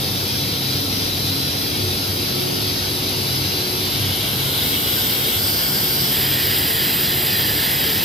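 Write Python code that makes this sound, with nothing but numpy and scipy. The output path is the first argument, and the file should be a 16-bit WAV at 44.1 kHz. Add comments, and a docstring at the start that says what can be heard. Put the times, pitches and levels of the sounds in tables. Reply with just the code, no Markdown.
"""The rumble of a large factory hall, with the motors and gearboxes of a plastic pipe extrusion line
humming over it. Cooling blowers roar, a drive whines at its switching tone and a compressed-air jet
hisses at the die. A two-port microphone is walked from far down the hall up to the die head;
the hiss grows brighter as it comes close."""
import sys
import numpy as np
from scipy import signal
from scipy.fft import irfft, next_fast_len
from scipy.io import wavfile
from scipy.ndimage import uniform_filter1d

SR = 44100
rng = np.random.default_rng(int(sys.argv[2]) if len(sys.argv) > 2 else 0)


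def generate_wav(signal):
    """Clip the signal to [-1, 1] and save it as 16-bit WAV at the path in sys.argv[1]."""
    frames = np.transpose(np.atleast_2d(signal))
    scaled = np.clip(frames, -1, 1) * 32767
    pcm = np.round(scaled).astype(np.int16)
    wavfile.write(sys.argv[1], SR, pcm)


N = 354563

# Noise at the microphone, one spectrum for each layer and place:
# f/Hz, level/dB per Hz, left over right/dB, likeness of the ports/0-1, right phase lead/rad
HALL_RUMBLE = [(30, -84, 0.2, 0.96, 0.03), (45, -67.2, 0.1, 0.98, 0.01), (60, -56.0, 0.1, 0.99, 0.05),
               (80, -54.5, 0.0, 0.99, 0.12), (115, -52.5, 0.2, 0.98, 0.23), (160, -54.6, 0.2, 0.96, 0.18),
               (230, -54.9, 0.4, 0.91, 0.03), (330, -56.2, 2.3, 0.75, 0.1), (480, -59.6, 0.9, 0.7, -0.29),
               (560, -62.6, 2.7, 0.43, -0.44), (800, -63.9, 3.0, 0.47, -0.67),
               (1000, -66.3, 2.4, 0.63, -1.44), (1200, -66.6, 0.5, 0.42, -2.77),
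               (1400, -65.6, -0.1, 0.23, -2.04)]
# the blowers from five places along the walk, same columns
BLOWERS_DISTANT = [(1300, -67.0, -2.0, 0.47, 2.9), (1550, -66.5, -2.7, 0.52, 2.97),
                   (1750, -69.7, 3.8, 0.56, 5.16), (1950, -69.9, 6.1, 0.28, 5.05),
                   (2200, -67.0, 4.4, 0.29, 6.89), (2500, -64.8, 2.1, 0.3, 6.03),
                   (2900, -64.6, 0.8, 0.42, 7.01), (3250, -60.9, 0.2, 0.78, 6.23),
                   (3600, -60.3, 1.4, 0.67, 5.91), (3950, -58.6, 1.1, 0.44, 5.66),
                   (4150, -60.9, 2.5, 0.57, 5.98), (4330, -61.6, 2.4, 0.58, 5.99),
                   (4600, -60.9, 1.2, 0.63, 5.69), (4900, -58.0, 1.9, 0.5, 5.01),
                   (5150, -58.6, 1.8, 0.3, 3.73), (5500, -61.8, 0.4, 0.31, 2.08),
                   (6100, -68.3, -0.2, 0.49, 0.73), (6700, -72.1, 0.0, 0.43, 0.46)]
BLOWERS_FAR = [(1300, -65.7, -0.2, 0.48, -3.03), (1550, -65.4, -3.3, 0.52, -2.89),
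               (1750, -69.4, 4.6, 0.52, -1.13), (1950, -69.4, 7.4, 0.23, -0.23),
               (2200, -64.8, 4.6, 0.3, -0.83), (2500, -63.9, 2.0, 0.47, -1.98),
               (2900, -62.8, 0.0, 0.64, 0.24), (3250, -61.5, 3.0, 0.57, 0.62),
               (3600, -61.2, 0.4, 0.83, 0.05), (3950, -58.8, 2.0, 0.5, -1.07),
               (4150, -59.6, 3.9, 0.58, 0.2), (4330, -61.1, 0.9, 0.84, 0.05),
               (4600, -58.0, 1.4, 0.81, -0.55), (4900, -56.0, 2.7, 0.54, -0.98),
               (5150, -59.9, 0.8, 0.27, -1.34), (5500, -61.9, 0.8, 0.46, -3.66),
               (6100, -68.0, 0.8, 0.43, -5.39), (6700, -70.4, -0.5, 0.32, -5.08)]
BLOWERS_PASSING = [(1300, -63.8, 1.3, 0.39, -2.59), (1550, -63.6, -3.8, 0.71, -1.73),
                   (1750, -66.0, 4.0, 0.63, -2.42), (1950, -65.6, 6.7, 0.23, -5.44),
                   (2200, -61.8, 5.9, 0.51, -6.36), (2500, -63.1, 1.5, 0.53, -9.39),
                   (2900, -59.0, -0.6, 0.91, -12.43), (3250, -55.9, 0.9, 0.9, -12.56),
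                   (3600, -57.2, 1.7, 0.77, -13.22), (3950, -56.5, 4.0, 0.06, -12.48),
                   (4150, -59.7, 2.3, 0.59, -11.61), (4330, -63.3, 0.2, 0.92, -12.54),
                   (4600, -61.8, -2.5, 0.46, -13.35), (4900, -60.7, -1.0, 0.73, -12.41),
                   (5150, -62.0, 3.8, 0.18, -12.24), (5500, -64.1, 1.2, 0.45, -10.28),
                   (6100, -70.1, 0.9, 0.08, -11.57), (6700, -70.0, -0.8, 0.49, -11.64)]
BLOWERS_BESIDE = [(1300, -63.3, 1.9, 0.14, -2.77), (1550, -60.6, -4.9, 0.71, -1.98),
                  (1750, -65.3, 3.6, 0.67, -2.16), (1950, -66.7, 8.3, 0.15, -4.1),
                  (2200, -62.6, 3.4, 0.51, -5.84), (2500, -67.6, 2.3, 0.15, -5.77),
                  (2900, -61.6, -1.8, 0.79, -6.3), (3250, -58.5, -2.0, 0.76, -6.97),
                  (3600, -59.8, -0.5, 0.72, -7.47), (3950, -61.7, 1.1, 0.27, -7.8),
                  (4150, -61.9, 1.8, 0.3, -6.83), (4330, -62.0, 3.0, 0.58, -6.19),
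                  (4600, -56.8, -1.7, 0.85, -6.5), (4900, -54.3, 1.5, 0.85, -6.89),
                  (5150, -58.3, 4.3, 0.45, -6.9), (5500, -61.8, 0.2, 0.41, -6.02),
                  (6100, -69.0, -1.2, 0.45, -6.03), (6700, -71.2, -0.2, 0.22, -5.04)]
BLOWERS_CLOSE = [(1300, -64.4, -1.0, 0.12, 2.11), (1550, -62.6, -6.7, 0.67, 4.14),
                 (1750, -59.6, -7.1, 0.89, 6.15), (1950, -59.3, -6.2, 0.87, 5.85),
                 (2200, -62.0, -3.2, 0.84, 5.7), (2500, -62.1, -1.4, 0.82, 5.66),
                 (2900, -59.2, 0.0, 0.99, 6.26), (3250, -55.5, -0.1, 0.99, 6.26),
                 (3600, -61.0, -0.0, 1.0, 6.28), (3950, -58.0, -0.0, 1.0, 6.28),
                 (4150, -61.1, 0.0, 1.0, 6.28), (4330, -64.2, -0.0, 1.0, 6.28),
                 (4600, -59.1, 0.0, 1.0, 6.28), (4900, -55.5, 0.0, 1.0, 6.28),
                 (5150, -60.4, -0.0, 1.0, 6.28), (5500, -67.7, -0.1, 0.96, 6.3),
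                 (6100, -71.0, -0.1, 0.91, 6.36), (6700, -72.8, 0.2, 0.53, 6.69)]
# high hiss at three places, same columns; in some bands the two channels are set exactly in phase
# or opposite, a stereo colouring that is not the jet's own
HISS_FIRST = [(6800, -72.3, 1.0, 0.25, 1.64), (7150, -73.5, 0.4, 0.63, 2.79),
              (7500, -71.6, 0.3, 0.84, 3.01), (7950, -63.0, 0.0, 1.0, 3.142),
              (8780, -67.0, 0.0, 1.0, 3.142), (9000, -65.5, 0.5, 0.83, 3.53),
              (9450, -65.9, -0.4, 0.72, 4.13), (10000, -73.1, -0.2, 0.43, 4.81),
              (10450, -70.3, -0.3, 0.81, 6.11), (11100, -71.8, -0.0, 1.0, 6.28),
              (11600, -68.0, -0.0, 1.0, 6.28), (12000, -66.5, -0.0, 1.0, 6.28),
              (12950, -67.7, 0.0, 1.0, 6.283), (13300, -66.6, 0.4, 0.68, 7.44),
              (13960, -61.0, 0.3, 0.82, 8.07), (14500, -69.1, 0.0, 0.84, 9.29),
              (14850, -66.6, 0.0, 1.0, 9.425), (15600, -65.5, 0.0, 1.0, 9.425)]
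HISS_SECOND = [(6800, -70.8, -0.0, 0.38, 1.66), (7150, -73.8, 0.4, 0.55, 2.72),
               (7500, -71.3, 0.8, 0.85, 3.0), (7900, -64.6, 0.0, 1.0, 3.142),
               (8780, -67.0, 0.0, 1.0, 3.142), (9000, -65.9, -0.3, 0.84, 3.57),
               (9450, -64.7, -0.4, 0.77, 4.12), (10000, -70.1, -0.3, 0.56, 4.6),
               (10450, -71.9, -0.0, 1.0, 6.28), (11100, -70.9, 0.0, 1.0, 6.28),
               (11600, -63.1, 0.0, 1.0, 6.28), (12000, -66.8, -0.0, 1.0, 6.28),
               (12900, -68.8, -0.0, 1.0, 6.28), (13300, -66.5, -0.2, 0.68, 7.39),
               (13960, -64.0, -0.1, 0.79, 8.1), (14500, -73.7, 0.0, 0.81, 9.26),
               (14800, -74.3, 0.0, 1.0, 9.43), (15600, -70.5, -0.0, 1.0, 9.42)]
HISS_THIRD = [(6800, -71.1, -0.3, 0.43, 1.17), (7150, -68.8, 0.5, 0.55, 1.82),
              (7880, -58.8, 0.1, 0.85, 2.7), (8300, -62.8, 0.0, 1.0, 3.142), (8680, -62.4, 0.0, 1.0, 3.142),
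              (9000, -60.6, 0.3, 0.85, 3.63), (9450, -59.2, -0.2, 0.79, 4.11),
              (10000, -75.0, 0.2, 0.33, 4.16), (10450, -70.7, 0.1, 0.94, 6.24),
              (11100, -69.2, 0.0, 1.0, 6.28), (11600, -65.2, -0.0, 1.0, 6.28),
              (12000, -60.8, -0.0, 1.0, 6.28), (12900, -61.6, 0.0, 0.99, 6.3),
              (13300, -57.9, 0.3, 0.82, 7.41), (13960, -52.0, -0.2, 0.84, 8.02),
              (14500, -60.8, 0.1, 0.78, 9.19), (14800, -58.6, 0.0, 0.95, 9.4),
              (15600, -61.5, 0.0, 0.97, 9.43)]
# the walk: t/s, blower place (0 distant to 4 close), hiss place (0 first to 2 third), hiss gain/dB
MIC_WALK = [(0, 0, 0.14, -1.4), (1.7, 0, 0.36, -0.92), (2.2, 0.5, 0.86, -0.64), (2.7, 0.83, 0.92, -1.2),
            (3.75, 1, 0.89, 0.3), (4.2, 1.8, 0.99, 0.92), (4.75, 2, 1.35, 0.3), (5.0, 2.35, 1.65, -0.059),
            (5.35, 2, 1.7, 0.43), (5.42, 3, 1.76, -0.11), (6.1, 3, 1.8, -0.077), (6.17, 4, 2, 0.12),
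            (8.04, 4, 2.1, -0.84)]
# the low, middle, upper and gear-mesh hums: f/Hz
HUM_HZ = [97.0, 136.0, 279.5, 364.5]
# each hum's pitch waver: spread/Hz, rate/Hz
HUM_WAVER = [(4.5, 7.0), (4.0, 7.0), (11.0, 12.0), (1.0, 4.0)]
# each hum between swells: level far from the die/dB, level close/dB
HUM_BED = [(-36.5, -40), (-41.5, -37), (-39.5, -49), (-45.5, -49.5)]
# swells, one list for each hum: t/s, peak level/dB
HUM_SWELLS = [
    [(0.42, -30), (0.93, -31), (1.27, -31), (1.85, -27), (2.08, -29.5), (2.68, -33), (3.2, -32),
     (3.43, -31), (4.05, -26.5), (4.95, -32), (6.5, -31), (7.55, -33)],
    [(0.1, -34.5), (0.42, -31), (0.7, -28.5), (1.2, -34), (1.42, -32), (1.8, -32.5), (2.45, -29.5),
     (3.35, -27.5), (4.0, -28.5), (4.45, -28.5), (6.0, -31), (6.4, -35)],
    [(0.85, -32), (1.35, -38), (2.5, -37), (4.05, -37), (4.7, -34)],
    [(1.85, -33.5), (2.46, -29.5), (2.7, -36), (3.15, -34), (3.75, -32.5), (5.37, -38), (5.95, -37.5),
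     (6.5, -40), (7.2, -36.5)],
]
HUM_SWELL_HALF_S = [0.067, 0.088, 0.097, 0.17]
# fainter machine tones: f/Hz, bandwidth/Hz, level/dB
MACHINE_TONES = [(178, 8, -42), (299, 6, -46), (447, 12, -44), (730, 4, -51), (1325, 5, -54)]
# side lines of the drive's switching tone: f/Hz
WHINE_HZ = [3836, 3924.5, 3985.5, 4016, 4045.5, 4075.5]
# spells when a side line stands out, one list for each: middle t/s, length/s, level/dB
WHINE_SPELLS = [
    [(0.75, 1.5, -42)],
    [(1.3, 0.55, -41), (2.05, 0.4, -42), (2.9, 0.6, -41), (4.6, 0.63, -46)],
    [(4.2, 1.0, -46), (7.1, 1.6, -45)],
    [(1.5, 2, -39), (3.62, 0.8, -34), (4.7, 0.31, -41), (6.8, 1.7, -45)],
    [(0.75, 1.3, -39), (2.1, 0.54, -40), (3.8, 1.54, -39), (6.9, 1.7, -43)],
    [(0.92, 0.35, -40), (1.38, 0.45, -33.5), (3.45, 1.05, -40), (4.7, 0.78, -37), (6.6, 2.7, -38.5)],
]


def from_db(db):
    """Decibels to gain."""
    return 10 ** (np.asarray(db) / 20)


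def in_time(rows):
    """Columns of a table drawn as straight lines over all samples."""
    times, *columns = np.transpose(rows)
    return [np.interp(np.arange(N) / SR, times, c) for c in columns]


def drift(rate_hz):
    """Slow random wander of spread 1: coarse noise through a double one-pole low-pass."""
    step, settle = 40, 2000
    pole = np.exp(-2 * np.pi * rate_hz * step / SR)
    noise = rng.standard_normal(N // step + settle + 2)
    slow = signal.lfilter([1], [1, -2 * pole, pole * pole], noise)[settle:]
    return np.interp(np.arange(N) / step, np.arange(len(slow)), slow / slow.std())


def noise_field(table, low_hz, high_hz):
    """Noise at one place: a part common to both ports, shifted in phase, plus a diffuse part at each."""
    size = next_fast_len(N)
    all_hz = np.fft.rfftfreq(size, 1 / SR)
    inside = (all_hz > low_hz / 1.05) & (all_hz < high_hz * 1.05)
    hz = all_hz[inside]
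    row_hz, *columns = np.transpose(table)
    level_db, balance_db, alike, phase = [np.interp(np.log(hz), np.log(row_hz), c) for c in columns]
    alike = np.clip(alike, 0, 1)
    # neighbouring bands hand over across an eighth of an octave with constant power
    above_low, above_high = [np.clip(np.log2(hz / edge) * 8 + .5, 0, 1) for edge in (low_hz, high_hz)]
    share = np.sqrt(above_low * (1 - above_high))
    common, left, right = rng.standard_normal((3, len(hz), 2)) @ [1, 1j]
    direct = np.sqrt(alike) * common * np.exp([0 * phase, 1j * phase])
    diffuse = np.sqrt(1 - alike) * np.array([left, right])
    port_gain = from_db([level_db + balance_db / 2, level_db - balance_db / 2])
    spectrum = np.zeros((2, len(all_hz)), complex)
    spectrum[:, inside] = share * np.sqrt(SR * size) / 2 * port_gain * (direct + diffuse)
    return irfft(spectrum, size)[:, :N]


def walk_past(tables, place, low_hz, high_hz):
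    """Between two places the microphone hears a blend of their powers."""
    place = np.clip(place, 0, len(tables) - 1)
    return sum(np.sqrt(np.clip(1 - abs(place - k), 0, 1)) * noise_field(table, low_hz, high_hz)
               for k, table in enumerate(tables))


def hall_rumble(place):
    """The hall's lows stay steady; its mids rise a little as the microphone nears the machines."""
    lows = noise_field(HALL_RUMBLE, low_hz=20, high_hz=600)
    mids = noise_field(HALL_RUMBLE, low_hz=600, high_hz=1350)
    mids_db = np.interp(place, [0, 2], [-1, 1])
    return lows + from_db(mids_db) * mids


def motor_hums(nearness, wobble_db=2, port_lag_s=0.00038):
    """Motors and gearboxes: near-sines wavering in pitch as the load shifts, with bell-shaped swells."""
    t, out = np.arange(N) / SR, 0
    hums = zip(HUM_HZ, HUM_WAVER, HUM_BED, HUM_SWELL_HALF_S, HUM_SWELLS)
    for hz, (spread_hz, rate_hz), (far_db, close_db), half_s, swells in hums:
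        bed_power = from_db(far_db + (close_db - far_db) * nearness + wobble_db * drift(4.6)) ** 2
        swell_power = sum(from_db(db) ** 2 * np.exp(-((t - s) / half_s) ** 2) for s, db in swells)
        turns = np.cumsum(hz + spread_hz * drift(rate_hz)) / SR
        lag_s = port_lag_s / 2 * np.array([[1], [-1]]) * drift(0.91)  # arrival wanders between ports
        out = out + np.sqrt(2 * (bed_power + swell_power)) * np.sin(2 * np.pi * (turns + hz * lag_s))
    return out


def machine_tones():
    """Faint machine tones: noise ringing in narrow bands, mostly the same at both ports."""
    out = 0
    for hz, width_hz, db in MACHINE_TONES:
        pole = np.exp(-np.pi * width_hz / SR)
        resonance = [1, -2 * pole * np.cos(2 * np.pi * hz / SR), pole * pole]
        rings = signal.lfilter([1, 0, -1], resonance, rng.standard_normal((3, N)))
        ports = rings[0] + 0.29 * rings[1:]
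        out = out + from_db(db) * ports / ports.std()
    return out


def cooling_blowers(place, throb_db=0.5):
    """The blowers' roar throbs slightly and changes colour as the microphone walks up."""
    spectra = [BLOWERS_DISTANT, BLOWERS_FAR, BLOWERS_PASSING, BLOWERS_BESIDE, BLOWERS_CLOSE]
    return from_db(throb_db * drift(8.0)) * walk_past(spectra, place, low_hz=1350, high_hz=6700)


def drive_whine(nearness, fade_s=0.17, flicker_db=2.2, sway_db=2, sway_rad=0.4):
    """The drive's steady lines fade in and out as the walk crosses standing waves; centred once close."""
    t, out = np.arange(N) / SR, 0
    for hz, spells in zip(WHINE_HZ, WHINE_SPELLS):
        level = sum(from_db(db) * np.clip((length / 2 - abs(t - middle)) / fade_s + .5, 0, 1)
                    for middle, length, db in spells)
        sway = (1 - nearness) * np.array([[1], [-1]]) * drift(0.62)  # opposite at the two ports
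        amplitude = np.sqrt(2) * level * from_db(sway_db * sway + flicker_db * drift(5.0))
        out = out + amplitude * np.sin(2 * np.pi * (hz * t + rng.random()) + sway_rad * sway)
    return out


def high_hiss(place, gain_db, flicker_db=0.3):
    """High hiss at three places along the walk, with some bands in phase or opposite in the two channels."""
    gain = from_db(gain_db + flicker_db * drift(15.0))
    return gain * walk_past([HISS_FIRST, HISS_SECOND, HISS_THIRD], place, low_hz=6700, high_hz=17000)


def flutter(air, depth_db=2):
    """Narrow streaks of the hiss, some 80 Hz wide and 0.1 s long, swell and sink, alike at both ports."""
    cells = signal.stft(air, nperseg=1024)[2]
    streaks = rng.standard_normal(cells.shape[1:])
    for axis, size in ((0, 2), (1, 5), (1, 5)):  # smooth once in frequency, twice in time
        streaks = uniform_filter1d(streaks, size=size, axis=axis)
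    gain = from_db(depth_db * streaks / streaks.std())
    return signal.istft(cells * gain, nperseg=1024)[1][:, :N]


def scene():
    """The walk to the die head: hall rumble below, blowers in the middle, hiss on top, tones over all."""
    blower_place, hiss_place, hiss_db = in_time(MIC_WALK)
    near_die = np.clip(hiss_place - 1, 0, 1)
    near_blowers = np.clip(blower_place - 3, 0, 1)
    hall = hall_rumble(blower_place)
    air = flutter(cooling_blowers(blower_place) + high_hiss(hiss_place, hiss_db))
    return hall + air + motor_hums(near_die) + machine_tones() + drive_whine(near_blowers)


def record(dry):
    """The top end is cut steeply."""
    cutoff_hz = 15700
    return signal.sosfilt(signal.ellip(12, .5, 80, cutoff_hz, fs=SR, output="sos"), dry)


dry = scene()
out = record(dry)
generate_wav(out)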